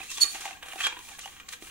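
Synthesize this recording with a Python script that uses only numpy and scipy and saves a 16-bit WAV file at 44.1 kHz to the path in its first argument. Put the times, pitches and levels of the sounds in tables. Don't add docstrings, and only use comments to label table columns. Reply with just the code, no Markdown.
import sys
import numpy as np
from scipy import signal
from scipy.fft import rfft, irfft
from scipy.io import wavfile

SR = 44100
rng = np.random.default_rng(int(sys.argv[2]) if len(sys.argv) > 2 else 0)


def file_out(sig):
    cols = np.atleast_2d(sig).T
    lim = np.clip(cols, -1, 1)
    pcm = np.round(lim * 32767).astype(np.int16)
    wavfile.write(sys.argv[1], SR, pcm)


N = 74970

# frequency in Hz, level in dB.
WALL = [(290, -70), (500, 12), (578, -42), (784, -3), (1260, -5), (2430, 0.5), (5020, -18), (6420, -9.5),
        (9490, -17.5), (15100, -36), (16000, -17.5)]
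TREBLE_HZ = 4400
LEFT_DB = -1.5


def gain_of(db):
    return 10 ** (np.asarray(db) / 20)


def evened(x):
    return x / np.sqrt(np.mean(x ** 2) + 1e-20)


def read(points, hz):
    f, value = np.transpose(points)
    return np.interp(np.log(hz + 1), np.log(f + 1), value)


def curve(table, order, outside=None):
    rows = np.array(table)
    return np.interp(np.arange(N) / SR, rows[:, 0], rows[:, order], outside, outside)


def resonate(x, hz, width):
    turn = np.exp(2j * np.pi * np.cumsum(hz * np.ones(len(x))) / SR)
    r = np.exp(-np.pi * width / SR)
    smooth = signal.lfilter([1 - r], [1, -r], x / turn + 1e-18)
    return 2 * (turn * smooth).real


def grit():
    clicks_per_s, spread_db = 2500, 4.0
    sizes = gain_of(spread_db * np.minimum(rng.exponential(1, N), 5))
    signs = rng.choice([-1., 1.], N)
    return evened(sizes * signs * (rng.random(N) < clicks_per_s / SR))


def contacts(table, rise_s, trim_db):
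    boom_lift_db, treble_lift_db, thud_lift_db = 2.5, 9, 5
    tick_db, tick_s, push_s = 4.5, 0.000086, 0.00041
    drive, t = np.zeros((4, N + 3000)), np.arange(3000) / SR
    rattles = rng.choice([-1., 1.], (len(table), 3000))
    for (s, db, boom_db, treble_db, thud_db, fade), rattle in zip(table, rattles):
        level_db = db + trim_db
        shape = np.minimum(t / rise_s, np.exp(-(t - rise_s) / fade)) * gain_of(level_db)
        burst = rattle * shape
        tick = gain_of(level_db + tick_db) * np.exp(-t / tick_s)
        push = np.exp(-t / push_s) * gain_of(db + thud_db + thud_lift_db)
        at = round(s * SR)
        drive[:, at:at + len(t)] += [
            burst + tick,
            burst * gain_of(boom_db + boom_lift_db),
            shape * gain_of(treble_db + treble_lift_db),
            push]
    return drive[:, :N]


def bowl_response():
    # frequency in Hz, width in Hz, level in dB before the common lift.
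    wall_modes = [(573, 180, -14.5), (1192, 123, -6), (1410, 25, -9), (1609, 150, -9.5), (1885, 48, -6),
                  (2397, 41, -1.5), (2490, 22, -10), (2787, 166, -5.5), (3207, 206, -5), (3694, 73, -9),
                  (4072, 29, -10.5)]
    modes_lift_db, boom_hz, top_hz = 9, 950, 9300
    hz = np.abs(np.fft.fftfreq(8192, 1 / SR))
    modes = sum(gain_of(db + modes_lift_db) ** 2 / (1 + (2 * (hz - f) / width) ** 2)
                for f, width, db in wall_modes)
    power = gain_of(read(WALL, hz)) ** 2 + modes
    body, high, top = (1 / (1 + (edge / (hz + 1)) ** steep)
                       for edge, steep in ((boom_hz, 5), (TREBLE_HZ, 12), (top_hz, 12)))
    out = []
    for share in (body - high, high - top, top):
        log = .5 * np.log(power * np.abs(share) + 1e-9)
        ring = np.fft.ifft(np.exp(log - 1j * signal.hilbert(log).imag)).real[:4096]
        out.append(ring / np.linalg.norm(ring))
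    return out


def gurgles():
    per_s, spread_db, pitches = 350, 12, 30
    cycles_typical, vary, glide = 17, 0.24, 0.033
    low_hz, high_hz, pan_db = 900, 3820, 13
    out = np.zeros((2, N))
    for hz in np.geomspace(low_hz, high_hz, num=pitches):
        cycles = cycles_typical * np.exp(vary * rng.uniform(-2.8, 1.5))
        u = np.arange(0, 3 * cycles, hz / SR) / cycles
        ring = u * np.exp(-3 * u) * np.sin(2 * np.pi * cycles * (u + glide * u ** 2))
        ring = ring / np.linalg.norm(ring)
        sizes = gain_of(spread_db * np.minimum(rng.exponential(1, N), 3))
        starts = sizes * (rng.random(N) < per_s / pitches / SR)
        place_db = LEFT_DB / 2 + pan_db * rng.uniform(-1.06, 1, N)
        placed = starts * gain_of([place_db, -place_db])
        out += gain_of(read(WALL, hz)) * signal.oaconvolve(placed, ring[None])[:, :N]
    return evened(out)


def bowl():
    # time in seconds, level in dB, then bowl boom, treble and
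    # top in dB re that level.
    scrapes = [(0.0, -46, -26, -4.5, -1), (0.088, -56, -23, 7.5, 11), (0.122, -51, -13, 8, 5),
               (0.146, -53.5, -14, 14.5, 15.5), (0.194, -47, -7.5, 0.5, 3), (0.222, -43.5, -11.5, 16, 14.5),
               (0.274, -44, -13.5, -4, 2.5), (0.33, -54.5, -7, 13, 17), (0.35, -39.5, -4.5, -4, -2.5),
               (0.406, -49.5, -9.5, -1.5, 3.5), (0.468, -43, -4, -1, -1.5), (0.614, -61.5, -2, -3, 0),
               (0.624, -50, -27, -14, -2.5), (0.724, -47, -11, -3.5, 3), (0.756, -55.5, -10, 2, 11),
               (0.846, -34.5, -23, -1.5, -4.5), (0.89, -46, -2.5, -1.5, -9), (0.966, -48.5, -4.5, -9.5, -4),
               (1.046, -59, -10, 8.5, 12), (1.122, -49.5, -3.5, -0.5, 2.5), (1.174, -60, -36, 7, 6.5),
               (1.188, -50, 3, -11, 8), (1.216, -52.5, -39, 9.5, 1), (1.254, -55, -14, 2.5, 8.5),
               (1.372, -52, -31, -4.5, -2.5), (1.448, -62.5, -45, -3, -11), (1.524, -54.5, -24, 7, 12),
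               (1.594, -66.5, -32, -2, 2), (1.624, -55, -2, 5.5, 10), (1.7, -52, -44, -2.5, 5.5)]
    # start in seconds, peak in dB before the trim, boom, treble and thud
    # in dB re the peak before their lifts, fade in seconds.
    taps = [(0.002, -32.5, -1.5, -31, -23.5, 0.0052), (0.102, -42.5, -23, 2, -26, 0.0085),
            (0.173, -31, -19, -7, -36, 0.0072), (0.347, -34.5, -5, -9, -17, 0.0088),
            (0.454, -22.5, 4.5, -17, -32, 0.0034), (0.509, -30.5, 2.5, -18, -31, 0.0022),
            (0.684, -30, -16, -17, -35, 0.0056), (0.725, -37, -33, -25, -43, 0.0026),
            (0.733, -25.5, 1, -19, -45, 0.0014), (0.757, -32.5, 6.5, -15, -19.5, 0.0032),
            (0.867, -13, -17, -18.5, -37.5, 0.0051), (0.925, -25, -1.5, -27, -32, 0.001),
            (0.968, -29, -3.5, -38, -28.5, 0.0032), (0.99, -30.5, -0.5, -11, -24.5, 0.0015),
            (1.257, -30.5, -1, -12, -47, 0.0025), (1.276, -29, -8.5, -40, -55, 0.0033),
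            (1.399, -33.5, -41, -18, -56, 0.0072), (1.533, -29.5, -39, -18, -50, 0.0066),
            (1.623, -30.5, -34, -26, -16.5, 0.002)]
    skids = [(0.031, -35.5, -36, -15.5, -26.5, 0.0053), (0.112, -33.5, -10.5, -4.5, -25.5, 0.0043),
             (0.18, -29, -2, -12.5, -26, 0.0011), (0.239, -32, -22, -36, -18, 0.0035),
             (0.404, -34.5, -36, -10.5, -20, 0.024), (0.626, -27.5, -12.5, -21.5, -42, 0.0033),
             (0.656, -40, -4.5, -14.5, -40, 0.0082), (0.787, -32.5, -17, -19, -26, 0.015),
             (0.802, -20.5, -13.5, -21.5, -41, 0.0061), (1.084, -41, -14, -15, -41, 0.0065),
             (1.189, -33, -25, -9, -31, 0.0019), (1.485, -34, -12, -5, -33, 0.0041),
             (1.523, -35, -18, -11, -39, 0.011), (1.667, -40.5, -31, -21, -24, 0.014)]
    # time in seconds, pitch in Hz.
    slosh = [(.05, 780), (.12, 1100), (.19, 1000), (.3, 785), (.84, 785), (.93, 1000), (1.0, 1020),
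             (1.05, 790), (1.7, 790)]
    boom_width, boom_skirt = 85, 450
    thud_hz, thud_width = 328, 87
    treble_same, gurgle_db = 0.11, -5

    level_db, drag = curve(scrapes, order=1), grit()
    level = gain_of(level_db)
    tapping = contacts(taps, rise_s=0.00079, trim_db=-8.5)
    skidding = contacts(skids, rise_s=0.0046, trim_db=-6.5)
    hit, knock, bright, thud = tapping + skidding
    body, treble, top = bowl_response()

    boom_hz = curve(slosh, order=1)
    boom_drive = knock + gain_of(level_db + curve(scrapes, order=2)) * drag
    boom = resonate(resonate(boom_drive, boom_hz, boom_width), boom_hz, boom_skirt)
    ring = signal.oaconvolve(hit + level * drag, body)[:N]
    ring += boom * np.sqrt(SR / (np.pi * boom_width))
    ring += resonate(resonate(thud, thud_hz, thud_width), thud_hz, 3 * thud_width) * 10

    shared, left, right = rng.standard_normal((3, N))
    noise = treble_same * shared + np.sqrt(1 - treble_same ** 2) * np.array([left, right])
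    fizz = np.zeros((2, N))
    for column, band in ((3, treble), (4, top)):
        strength = bright + gain_of(level_db + curve(scrapes, order=column))
        fizz += signal.oaconvolve(noise * strength, band[None])[:, :N]
    return ring, fizz + gain_of(level_db + gurgle_db) * gurgles()


def air():
    # frequency in Hz, relative level in dB.
    colour = [(20, 11), (107, 3.5), (301, 4), (642, -9), (802, 4), (923, -70), (2750, -2), (4540, -65),
              (6720, -6), (9400, -21), (13500, -9), (14700, -12), (16000, -3.5)]
    level_db, same = -55, 0.29
    a, b = rfft(rng.standard_normal((2, N)))
    ports = np.array([a, same * a + np.sqrt(1 - same ** 2) * b])
    ports = ports * gain_of(read(colour, np.fft.rfftfreq(N, 1 / SR)))
    return gain_of(level_db) * evened(irfft(ports, N))


def hum():
    hz, width, level_db = 62, 14, -69.5
    fuzzy = resonate(resonate(rng.standard_normal(N), hz, width), hz, width)
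    return gain_of(level_db) * np.sqrt(2) * np.cos(np.angle(signal.hilbert(fuzzy)))


def blips():
    # start in seconds, length in seconds, pitch in Hz, level at the swell's top in dB.
    swirls = [(0.084, 0.052, 2723, -46), (0.102, 0.045, 1880, -54), (0.158, 0.03, 3415, -44),
              (0.17, .03, 1048, -50.5), (0.209, .04, 3600, -45.5), (1.047, 0.017, 2354, -53.5),
              (1.081, .012, 2510, -47.5), (1.12, 0.043, 1657, -54), (1.226, 0.042, 2873, -48.5)]
    glide, width = 0.035, 0.076
    fuzz_share = 1.27
    out = np.zeros(N)
    for (s, length, hz, db), noise in zip(swirls, rng.standard_normal((len(swirls), 4096))):
        u = np.arange(0, 1, 1 / (length * SR))
        pitch = hz * (1 + glide * (u - .5))
        fuzz = evened(resonate(resonate(noise[:len(u)], pitch, width * hz), pitch, width * hz))
        tone = np.sin(2 * np.pi * np.cumsum(pitch) / SR)
        swell = gain_of(db) * np.sin(np.pi * u)
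        out[round(s * SR):][:len(u)] += swell * (tone + fuzz_share * fuzz)
    return out


def arms():
    mode_hz = [4388, 4452, 4510, 6708, 6779, 6848, 6912, 8078, 8878, 9082, 12700, 13342]
    # level in dB, left-right balance in dB, left lead in radians.
    facings = [(-5.5, -26, 0.9), (2, -2, 0.51), (-11.5, -27, 1.3), (-12, -13, 0.84), (-3, -14, 1.6),
               (-3.5, -21, 0.83), (-12, -8, 1.3), (-12, -12, 2.3), (-1, 6, 3.2), (-8, 23.5, 2.6),
               (-24, 4, 1.4), (-7, -4, 1.8)]
    # time in seconds, low modes in dB, high modes in dB.
    rub = [(.202, -67, -78), (.207, -43, -42), (.218, -28.5, -32), (.228, -28, -29.5), (.236, -28, -35),
           (.241, -79, -47), (.28, -52, -52), (.32, -59.5, -51), (.42, -71, -57)]
    fuzz_share, width = 0.95, 0.021
    snap_s, high_fade_db_per_s = 0.22, 65
    hiss_db = 1.5

    low, high = (gain_of(curve(rub, order=k, outside=-120)) for k in (1, 2))
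    out, t = np.zeros((2, N)), np.arange(N) / SR - snap_s
    fading = high * gain_of(-high_fade_db_per_s * np.maximum(t, 0))
    for hz, (db, pan_db, lead) in zip(mode_hz, facings):
        fuzz = evened(resonate(resonate(rng.standard_normal(N), hz, width * hz), hz, width * hz))
        tone = signal.hilbert(np.sqrt(2) * np.cos(2 * np.pi * hz * t) + fuzz_share * fuzz)
        facing = gain_of([[db + pan_db / 2], [db - pan_db / 2]]) * np.exp([[1j * lead], [0]])
        level = low if hz < TREBLE_HZ * 1.1 else fading
        out += level * (facing * tone).real
    band = signal.butter(2, [3500, 11000], "band", fs=SR, output="sos")
    hiss = signal.sosfilt(band, rng.standard_normal((2, N)))
    return out + high * gain_of(hiss_db) * evened(hiss)


def squeak():
    # time in seconds, pitch in Hz, level in dB before the overtone levels.
    glide = [(.78, 1310, -46), (.812, 1303, -44), (.822, 1597, -49), (.84, 1639, -34), (.846, 1617, -31.5),
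             (.87, 1630, -32.5), (.88, 1640, -65)]
    overtones_db = [-11, 5, -13]
    fuzz_share, fuzz_width = 0.76, 220
    hz, level = curve(glide, order=1), gain_of(curve(glide, order=2, outside=-120))
    turn = 2 * np.pi * np.cumsum(hz) / SR
    stack = np.zeros(N)
    for k, db in enumerate(overtones_db, 1):
        fuzz = evened(resonate(rng.standard_normal(N), hz * k, fuzz_width))
        stack += gain_of(db) * evened(np.sqrt(2) * np.cos(k * turn) + fuzz_share * fuzz)
    return level * stack


def kitchen(x):
    t60_s, dull_hz = 0.24, 5440
    t = np.arange(SR // 3) / SR
    signs = rng.choice([-1., 1.], (2, len(t)))
    echoes = signs * (rng.random((2, len(t))) < .05)
    tail = echoes * gain_of(-60 * t / t60_s) * (t > .002)
    tail = signal.lfilter(*signal.butter(1, dull_hz, fs=SR), tail)
    tail = tail / np.linalg.norm(tail, axis=1, keepdims=True)
    return signal.fftconvolve(x, tail, axes=1)[:, :N]


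def scene():
    left_lag_s, room_db = 3 / SR, -10.5
    body, fizz = bowl()
    near = body + squeak() + blips()
    lag = np.exp(-2j * np.pi * np.fft.rfftfreq(N, 1 / SR) * left_lag_s)
    left = gain_of(LEFT_DB / 2) * irfft(rfft(near) * lag, N)
    right = gain_of(-LEFT_DB / 2) * near
    ports = np.array([left, right]) + fizz + arms()
    return ports + gain_of(room_db) * kitchen(ports) + air() + hum()


def record(dry):
    edge_hz = 15750
    lowpass = signal.firwin(511, edge_hz, window=("kaiser", 9), fs=SR)
    return signal.oaconvolve(dry, lowpass[None], "same")


dry = scene()
out = record(dry)
file_out(out)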